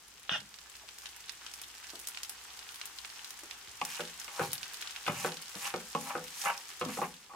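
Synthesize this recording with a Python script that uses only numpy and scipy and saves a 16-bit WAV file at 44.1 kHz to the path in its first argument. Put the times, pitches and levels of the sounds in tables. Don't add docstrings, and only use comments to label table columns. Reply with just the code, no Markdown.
import sys
import numpy as np
from scipy import signal
from scipy.fft import rfft, irfft
from scipy.io import wavfile

SR = 44100
rng = np.random.default_rng(int(sys.argv[2]) if len(sys.argv) > 2 else 0)


def wrap_up_sound(samples):
    columns = np.atleast_2d(samples).T
    tamed = np.clip(columns, -1, 1)
    steps = np.round(tamed * 32767).astype(np.int16)
    wavfile.write(sys.argv[1], SR, steps)


N = 324132
TIME = np.arange(N) / SR
CUTOFF_HZ = 16100

# time in seconds, hiss level in dB before the layer gains.
FRYING_LEVEL = [(0.0, -58), (1.14, -53), (3.21, -50.5), (3.6, -52), (4.34, -49), (4.52, -50.5), (4.81, -47),
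                (5.16, -50.5), (5.36, -51), (6.92, -50.5), (7.1, -57), (7.35, -60)]
# peak time, rise and fall in seconds, squelch level in dB before the layer gain.
RICE_TURNS = [(3.9, 0.026, 0.12, -46.5), (4.44, 0.093, 0.043, -45), (5.26, 0.14, 0.038, -43.5),
              (5.677, 0.097, 0.02, -41.5), (6.08, 0.1, 0.046, -49.5), (6.455, 0.1, 0.054, -43),
              (6.94, 0.053, 0.11, -46.5)]
# start in seconds, clack level in dB before the layer gain.
SPOON_CLACK = (0.2941, 0)
# frequency in Hz, side-signal gain in dB.
SIDE_WIDTH = [(100, -12.5), (300, -8), (700, -10), (1500, -2.5), (3000, -1.5), (8000, 1.5), (16000, -1)]


def from_db(db):
    return 10 ** (np.asarray(db) / 20)


def rms_one(x):
    return x / np.sqrt(np.mean(x ** 2) + 1e-20)


def at_hz(points, hz):
    points = np.array(points)
    return np.interp(np.log(hz), np.log(points[:, 0]), points[:, 1])


def level(rows):
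    return from_db(np.interp(TIME, *np.transpose(rows)))


def add(out, start_s, sound):
    i = int(np.clip(round(start_s * SR), 0, N - 1))
    out[..., i:i + sound.shape[-1]] += sound[..., :N - i]


def cut(x, hz, kind, order=2):
    sos = signal.butter(order, min(hz, SR / 2 - 1000), kind, fs=SR, output="sos")
    return signal.sosfilt(sos, x)


def drift(rate_hz):
    step = 40
    r = np.exp(-2 * np.pi * rate_hz * step / SR)
    noise = rng.standard_normal(N // step + 2002)
    slow = signal.lfilter([1], [1, -2 * r, r * r], noise)[2000:]
    return np.interp(np.arange(N) / step, np.arange(len(slow)), rms_one(slow))


def colour(x, spectrum, size=4096):
    gain_db = at_hz(spectrum, np.fft.rfftfreq(size, 1 / SR) + 1)
    cepstrum = irfft(np.log(from_db(gain_db)))
    cepstrum[1:size // 2] *= 2
    cepstrum[size // 2 + 1:] = 0
    response = irfft(np.exp(rfft(cepstrum)))
    y = signal.oaconvolve(np.atleast_2d(x), response[None], axes=1)
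    return y[:, :x.shape[-1]].reshape(x.shape)


def diffuse(size):
    mid, side = rng.standard_normal((2, size))
    side = colour(side, SIDE_WIDTH)
    return np.array([mid + side, mid - side])


def ring(force, modes):
    out = 0
    for hz, db, t60_s in modes:
        r = np.exp(-np.log(1000) / (t60_s * SR))
        w = 2 * np.pi * min(hz, SR / 2 - 1000) / SR
        gain = from_db(db) * np.sqrt(2 * (1 - r * r))
        numerator, denominator = [gain, -gain * r * np.cos(w)], [1, -2 * r * np.cos(w), r * r]
        out = out + signal.lfilter(numerator, denominator, force + 1e-18)
    return out


def clicks(per_s, spread_db, size=N):
    chance, weight = rng.random((2, size))
    out = np.zeros(size)
    at = np.flatnonzero(chance < per_s / SR)
    signed = 2 * weight[at] - 1
    rarity = np.minimum(-np.log(np.abs(signed) + 1e-9), 4)
    out[at] = np.sign(signed) * from_db(spread_db * rarity)
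    return out


def swell(peak_s, rise_s, fall_s):
    away = np.abs((TIME - peak_s) / np.where(TIME < peak_s, rise_s, fall_s))
    return np.exp(-np.minimum(away, 9) ** 1.4)


def kitchen(x, wet_db, size=16000):
    # frequency in Hz, t60 in seconds.
    decay_times = [(150, 0.5), (500, 0.2565), (2000, 0.18), (8000, 0.08), (16000, 0.21)]
    t, noise, tail = np.arange(size) / SR, diffuse(size), 0
    edges_hz = np.geomspace(80, 14500, 9)
    for low, high in zip(edges_hz, edges_hz[1:]):
        t60_s = at_hz(decay_times, np.sqrt(low * high))
        band = signal.sosfilt(signal.butter(2, [low, high], "band", fs=SR, output="sos"), noise)
        tail = tail + band * np.exp(-np.log(1000) * t / t60_s)
    tail = tail * np.clip(t / 0.0042 - .3, 0, 1)
    tail = tail / np.sqrt(np.sum(tail ** 2) / 2)
    near = rng.standard_normal(size) * np.exp(-t / 0.0028)
    near = colour(near / np.sqrt(np.sum(near ** 2)), SIDE_WIDTH)
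    near = cut(near, 450, "high") * [[1], [-1]]
    response = from_db(wet_db) * tail + from_db(-3.0) * near
    return x + signal.oaconvolve(x * np.ones((2, 1)), response, axes=1)[:, :N]


def rumble():
    # frequency in Hz, relative density in dB per Hz.
    spectrum = [(20, -13), (40, -15), (58, 2), (80, -7.5), (120, -8.5), (200, -10), (400, -10), (900, -15),
                (3000, -29)]
    return from_db(-68.5) * rms_one(colour(diffuse(N), spectrum))


def hum():
    return from_db(-77.5) * np.sqrt(2) * np.sin(2 * np.pi * 59.5 * TIME)


def crackle(per_s, spread_db, low_hz, high_hz, cycles, count=13):
    out = np.zeros((2, N))
    for k, hz in enumerate(np.geomspace(low_hz, high_hz, count)):
        grains = ring(clicks(per_s / count, spread_db), [(hz, 10 * np.log10(hz), cycles / hz)])
        out += grains * from_db(np.array([[1], [-1]]) * (-1) ** k * 2.2)
    return rms_one(out)


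def sizzle():
    # frequency in Hz, relative density in dB per Hz.
    body_spectrum = [(150, -20.5), (400, -4.5), (620, -12), (760, -0.5), (1130, 2), (1900, 1.5),
                     (3000, 1.5), (4400, -1.5), (7000, -8), (10000, -22.5), (16000, -49)]
    spray_spectrum = [(2000, -22.5), (5000, -3.5), (8000, -4), (10000, -8.5), (12000, -13), (14400, -9.5),
                      (16000, -22)]
    body_gain_db, spray_gain_db = -0.5, -2.5
    steam_over_squelch_db, steam_rise_s, steam_fall_s = -20.5, 0.069, 0.71

    bubbles = crackle(1000 * from_db(3 * drift(7.9)), spread_db=7.0, low_hz=770, high_hz=11600, cycles=4.2)
    body = rms_one(kitchen(bubbles, wet_db=-0.5)) + from_db(0.5) * diffuse(N)
    body = rms_one(colour(body, body_spectrum))

    mist = crackle(900 * from_db(2.3 * drift(1.7)), spread_db=5.0, low_hz=5000, high_hz=14500, cycles=3.5)
    spray = rms_one(kitchen(mist, wet_db=-7)) + from_db(-2.0) * diffuse(N)
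    spray = rms_one(colour(spray, spray_spectrum))

    frying = level(FRYING_LEVEL)
    steam = sum(from_db(db + steam_over_squelch_db) * swell(peak_s, steam_rise_s, steam_fall_s)
                for peak_s, _, _, db in RICE_TURNS)
    spray = spray * np.hypot(from_db(spray_gain_db) * frying, steam)
    return from_db(body_gain_db) * frying * body + spray * from_db([[.8], [-.8]])


def small_drops(count=300):
    drops_per_s = 16
    over_hiss_db, spread_db = 17, 3
    centre_hz, spread_octaves = 5200, 0.47
    pan_db, pan_spread_db = 1.0, 2.5
    when, chance = rng.random((count, 2)).T
    strength, pitch, side = np.clip(rng.standard_normal((count, 3)), -2, 2).T
    s = when * N / SR
    db = np.interp(s, *np.transpose(FRYING_LEVEL)) + over_hiss_db + spread_db * strength
    hz = centre_hz * 2 ** (spread_octaves * pitch)
    rows = np.column_stack([s, db, hz, pan_db + pan_spread_db * side])
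    return rows[chance < drops_per_s * N / SR / count]


def spits(size=400):
    # start in
    # seconds, # level in dB, pitch in Hz, left-right balance in dB
    loud_snaps = [(0.404, -32, 3770, -3), (0.5417, -35.5, 3700, -7), (0.5876, -35.5, 4000, -3),
                  (0.8888, -32, 2980, -3), (1.058, -28, 3370, 0), (1.2945, -25, 3470, -7.5),
                  (1.4648, -28, 3200, 3), (1.538, -27.5, 5550, -2), (1.6163, -28, 8050, -2),
                  (2.0722, -21, 7600, -2), (2.0864, -24.5, 8330, -3), (2.1474, -31.5, 2650, 2.0),
                  (2.173, -27, 2950, -3), (2.2328, -22, 5690, 1.5), (2.2954, -22.5, 8200, 1),
                  (2.592, -29.5, 4020, -1), (2.69, -32, 3030, -4), (2.814, -23.5, 3200, 2),
                  (2.856, -25, 9600, 0), (3.048, -27, 2280, -1.5), (3.101, -34, 3220, -4),
                  (3.3064, -27.5, 6400, -0.5), (3.5109, -29.5, 3360, -5), (3.851, -19.5, 6600, -0.5),
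                  (4.0063, -23.5, 2460, 0.0), (4.427, -35, 2330, 1.0), (4.5317, -15.5, 10500, 2.5),
                  (4.58, -29, 4600, 1.0), (4.6308, -25, 3650, -4), (4.874, -28, 3450, 4),
                  (4.9624, -26.5, 2800, 0.0), (5.32, -26.5, 3220, -1), (6.4164, -23.5, 5450, -1),
                  (6.576, -34, 6800, -6)]
    top_over_pitch = 2.66
    out, t = np.zeros((2, N)), np.arange(size) / SR
    plop = ring(signal.unit_impulse(size), [(1500, -26.5, 0.0013), (3370, -12, 0.0023)])
    for s, db, hz, pan_db in [*loud_snaps, *small_drops()]:
        turns = t * min(hz, CUTOFF_HZ)
        snap = np.cos(2 * np.pi * turns) * np.exp(-turns / 0.52)
        burst = cut(snap + from_db(-14.5) * plop, 800, "high")
        burst = cut(burst, top_over_pitch * hz, "low")
        scatter = rng.standard_normal((2, size)) * np.exp(-t / 0.0036)
        scatter = scatter / np.sqrt(np.sum(scatter ** 2) / 2)
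        echoes = signal.fftconvolve(burst[None], scatter, axes=1)[:, :size]
        balance = from_db([[pan_db / 2], [-pan_db / 2]])
        add(out, s, from_db(db) * (burst + from_db(0.5) * echoes) * balance)
    return from_db(4.5) * kitchen(out, wet_db=-5) * from_db([[.5], [-.5]])


def skid_level():
    start_db, attack_s, hold_s, release_db_per_s = -32.5, 0.0085, 0.061, 520
    t = np.maximum(TIME - SPOON_CLACK[0], 0)
    attack = 1 - np.exp(-t / attack_s)
    return attack * from_db(start_db - release_db_per_s * np.clip(t - hold_s, 0, .5))


def spoon_down():
    # frequency in Hz, level in dB, t60 in seconds (as in the skid).
    modes = [(624, -13, 0.037), (815, -12.5, 0.052), (1170, -13.5, 0.012), (1340, -6.5, 0.025),
             (1510, -5, 0.0094), (1660, -12, 0.057), (1820, -10, 0.041), (2200, -18, 0.026),
             (2480, -12, 0.018), (2870, -0.5, 0.016), (3150, -13, 0.028), (3280, -9, 0.046),
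             (3270, -0.5, 0.016), (3560, -4.5, 0.012), (5000, -14, 0.0057), (5110, -14, 0.017),
             (5750, -15, 0.0071)]
    start_s, clack_db = SPOON_CLACK
    tap = from_db(clack_db) * signal.unit_impulse(SR // 10)
    clack_modes = [(hz, db, t60_s * 0.76) for hz, db, t60_s in modes]
    clack = cut(ring(tap, clack_modes), 3570, "low", order=6)
    slips = (clicks(3500, 1.4) * skid_level())[:SR]
    skid = cut(ring(slips, modes[::2]) - ring(slips, modes[1::2]), 11400, "low", order=6)
    spoon = np.zeros(N)
    add(spoon, start_s, from_db(-11) * clack)
    add(spoon, 0, from_db(5.5) * skid)
    return kitchen(cut(spoon, 400, "high"), wet_db=-9)


def bumps():
    # start in seconds, level in dB, pitch in Hz, scuff share of energy (0-1).
    hits = [(0.317, -16, 168, 0), (0.355, -35, 176, 0.1), (0.419, -32.5, 202, 0), (0.835, -31, 636, 0.7),
            (1.934, -21, 355, 0.6), (3.433, -26.5, 335, 0.65), (3.68, -32.5, 76, 0.5),
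            (4.415, -10.5, 155, 0.42), (5.096, -9, 162, 0.1), (5.559, -19, 185, 0.4),
            (6.862, -11, 255, 0.03), (6.89, -13, 215, 0.23)]
    scuff_decay_s, scuff_top_hz = 0.018, 764
    out, t = np.zeros(N), np.arange(SR // 2) / SR
    for s, db, hz, share in hits:
        share = np.clip(share, 0, 1)
        scuff = cut(rng.standard_normal(len(t)) * np.exp(-t / scuff_decay_s), scuff_top_hz, "low")
        scuff = cut(scuff, hz * 1.1, "high")
        scuff = scuff / np.sqrt(np.sum(scuff ** 2))
        thump = ring(signal.unit_impulse(len(t)), [(hz, 0, .08), (hz * 1.55, -18, .04)])
        add(out, s, from_db(db) * (np.sqrt(share) * scuff + np.sqrt(1 - share) * thump))
    return kitchen(cut(cut(out, 1200, "low"), 70, "high"), wet_db=-5)


def answer_db(hz, blow_db, place, hardness):
    # frequency in Hz, gain in dB on the floor, gain in dB on the wall.
    place_gains = [(198, 0, -1), (497, 8.5, -7), (1100, -5.5, 16.5), (1445, 4, -19.5), (1930, -8, -6),
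                   (2700, -11.5, 5.5)]
    firm_db, bass_loss = -41.5, 0.5
    range_hz, floor_db, wall_db = np.transpose(place_gains)
    struck_db = floor_db + np.clip(place, 0, 1) * (wall_db - floor_db)
    place_db = np.interp(np.log(hz), np.log(range_hz), struck_db)
    khz = hz / 1000
    lost_db = bass_loss * max(firm_db - blow_db, 0) * max(-np.log2(khz), 0)
    return blow_db + place_db + hardness * (khz - 1) - lost_db


def struck(force, modes):
    out = 0
    for hz, db, t60_s in modes:
        tone = ring(force, [(hz, 0, t60_s)])
        out = out + from_db(db) * tone / np.sqrt(np.sum(tone ** 2))
    return out


def knocks(size=4400):
    # start in seconds, level in dB before the layer gain, place from floor 0 to wall 1,
    # hardness in dB per kHz, drag share of energy (0-1).
    blows = [(3.815, -45.5, 0.92, 1.5, 0), (3.995, -47, 0.025, -2.5, 0.27), (4.28, -56.5, 0.43, 5.5, 0.12),
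             (4.395, -42, 0.15, 2.5, 0.17), (5.065, -53.5, 0.1, 13, 0.3), (5.078, -40, 0.45, 5, 0.17),
             (5.247, -43, 0.092, -1.5, 0.18), (5.545, -57.5, 0.23, 2, 0.35), (5.74, -43, 0.21, 2.5, 0.12),
             (5.95, -42.5, 0.68, -4, 0.09), (6.153, -44.5, 0.02, -0.5, 0.13), (6.813, -42, 0.43, 1, 0.4),
             (6.972, -46.5, 0.33, -2, 0.25), (7.017, -44, 0.4, -4, 0.16), (7.295, -59.5, 0.57, -1, 0.5),
             (7.336, -56.5, 1, -12, 0.38)]
    # frequency in Hz, relative level in dB, t60 in seconds.
    pan_modes = [(155.5, -1, 0.47), (176.2, -1.5, 0.34), (209, 1, 0.065), (228, 1.5, 0.12),
                 (258.5, -4.5, 0.31), (293, -6.5, 0.065), (364, 1.5, 0.17), (434.4, -4.5, 0.1),
                 (501.6, 2, 0.08), (590, 0, 0.15), (738, -1.5, 0.076), (844, -0.5, 0.12), (830, -2, 0.046),
                 (972, -0.5, 0.025), (1150, -29, 0.016), (1129, 10, 0.037), (1233, 2, 0.043),
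                 (1340, -2.5, 0.096), (1395, 0.5, 0.019), (1482, 6.5, 0.01), (1770, -8.5, 0.22),
                 (1920, 2.5, 0.011), (2190, -2.5, 0.1), (2399, 0, 0.039), (2520, -16, 0.02),
                 (2935, -7, 0.038), (3150, -37, 0.073), (3530, -18, 0.034)]
    wood_modes = [(590, -5, 0.021), (1114, 8, 0.031), (1330, -27, 0.016), (2600, 2.5, 0.003)]
    hob_modes = [(86, -16.5, 0.16)]
    crack_modes = [(1410, -4.5, 0.0017), (3000, -10.5, 0.00064)]
    mode_spread_hz, mode_spread_db = 4.2, 2.5
    crack_top_hz, crack_octaves = 3020, 0.33

    out, t = np.zeros(N), np.arange(size) / SR
    for s, blow_db, place, hardness, drag in blows:
        drag = np.clip(drag, 0, .6)
        chatter = cut(clicks(700, 2.6, size=size) * np.exp(-t / 0.026), 5500, "low")
        force = np.sqrt(drag) * chatter / np.sqrt(np.sum(chatter ** 2) + 1e-12)
        force[0] += np.sqrt(1 - drag)
        force = np.pad(force, (0, 2 * size))

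        def varied(modes):
            return [(hz + rng.normal(0, mode_spread_hz),
                     db + answer_db(hz, blow_db, place, hardness) + mode_spread_db * rng.standard_normal(),
                     t60_s) for hz, db, t60_s in modes]

        pan, wood, hob = varied(pan_modes), varied(wood_modes), varied(hob_modes)
        crack = [(hz, db + answer_db(hz, blow_db, place, hardness), t60_s) for hz, db, t60_s in crack_modes]
        top_hz = crack_top_hz * 2 ** (crack_octaves * hardness)
        touch = cut(np.sqrt(1 - drag) * signal.unit_impulse(size), top_hz, "low")
        add(out, s, ring(touch, crack))
        add(out, s, struck(force, pan[::2]) - struck(force, pan[1::2]) + struck(force, wood + hob))
    out = cut(cut(out, 64, "high"), 8800, "low")
    return from_db(27) * kitchen(out, wet_db=-10.5) * from_db([[.5], [-.5]])


def squelches():
    # frequency in Hz, gain in dB.
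    wet_spectrum = [(700, -15), (2000, 4), (4000, 2), (7000, 4.5), (10000, 0), (14000, -5.5), (16000, -9)]
    push = sum(from_db(db) * swell(peak_s, rise_s, fall_s) for peak_s, rise_s, fall_s, db in RICE_TURNS)
    grains = crackle(3200, spread_db=3.5, low_hz=1500, high_hz=14300, cycles=7.0)
    grains = rms_one(colour(grains, wet_spectrum))
    return from_db(1.5) * kitchen(push * grains, wet_db=-4) * from_db([[.7], [-.7]])


def scrapes():
    # time of the hardest push, rise and fall in seconds, level in dB before the layer gain,
    # brightness in dB per octave about 1 kHz.
    strokes = [(3.969, 0.12, 0.051, -45.5, 8.5), (4.418, 0.05, 0.041, -38, -1.5),
               (5.19, 0.084, 0.087, -44, 6), (5.268, 0.059, 0.065, -44.5, -10),
               (5.655, 0.029, 0.056, -37, 3.5), (6.115, 0.057, 0.058, -39, -1.5),
               (6.478, 0.025, 0.046, -27.5, -0.5), (6.899, 0.029, 0.049, -45, 2.5),
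               (6.993, 0.0057, 0.01, -32, -12), (7.029, 0.0068, 0.024, -31, -3.5)]
    # frequency in Hz, relative level in dB, t60 in seconds.
    resonances = [(184, -24.5, 0.12), (277, -33, 0.31), (540, -9, 0.022), (812, -0.5, 0.17),
                  (929, -0.5, 0.2), (1024, 0.5, 0.018), (1143, 0.5, 0.055), (1310, -3, 0.018),
                  (1595, -4, 0.011), (1746, -4, 0.021), (2066, -9.5, 0.03), (2280, -1.5, 0.011),
                  (2470, 1, 0.0058), (2875, -3.5, 0.0081)]
    out = np.zeros(N)
    for peak_s, rise_s, fall_s, db, bright_db in strokes:
        modes = [(hz, mode_db + bright_db * np.log2(hz / 1000), t60_s) for hz, mode_db, t60_s in resonances]
        slips = clicks(1500, 1.7, size=SR) * from_db(2 * drift(55)[:SR])
        rasp = cut(ring(slips, modes[::2]) - ring(slips, modes[1::2]), 5900, "low")
        stroke = np.zeros(N)
        add(stroke, peak_s - .5, rms_one(rasp))
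        out += from_db(db) * swell(peak_s, rise_s, fall_s) * stroke
    return from_db(-1.5) * kitchen(cut(out, 150, "high"), wet_db=-12)


def scene():
    background = rumble() + hum()
    frying = sizzle() + spits()
    handling = spoon_down() + bumps()
    stirring = knocks() + squelches() + scrapes()
    return background + frying + handling + stirring


def record(dry):
    return signal.sosfilt(signal.ellip(10, .2, 70, CUTOFF_HZ, fs=SR, output="sos"), dry)


dry = scene()
out = record(dry)
wrap_up_sound(out)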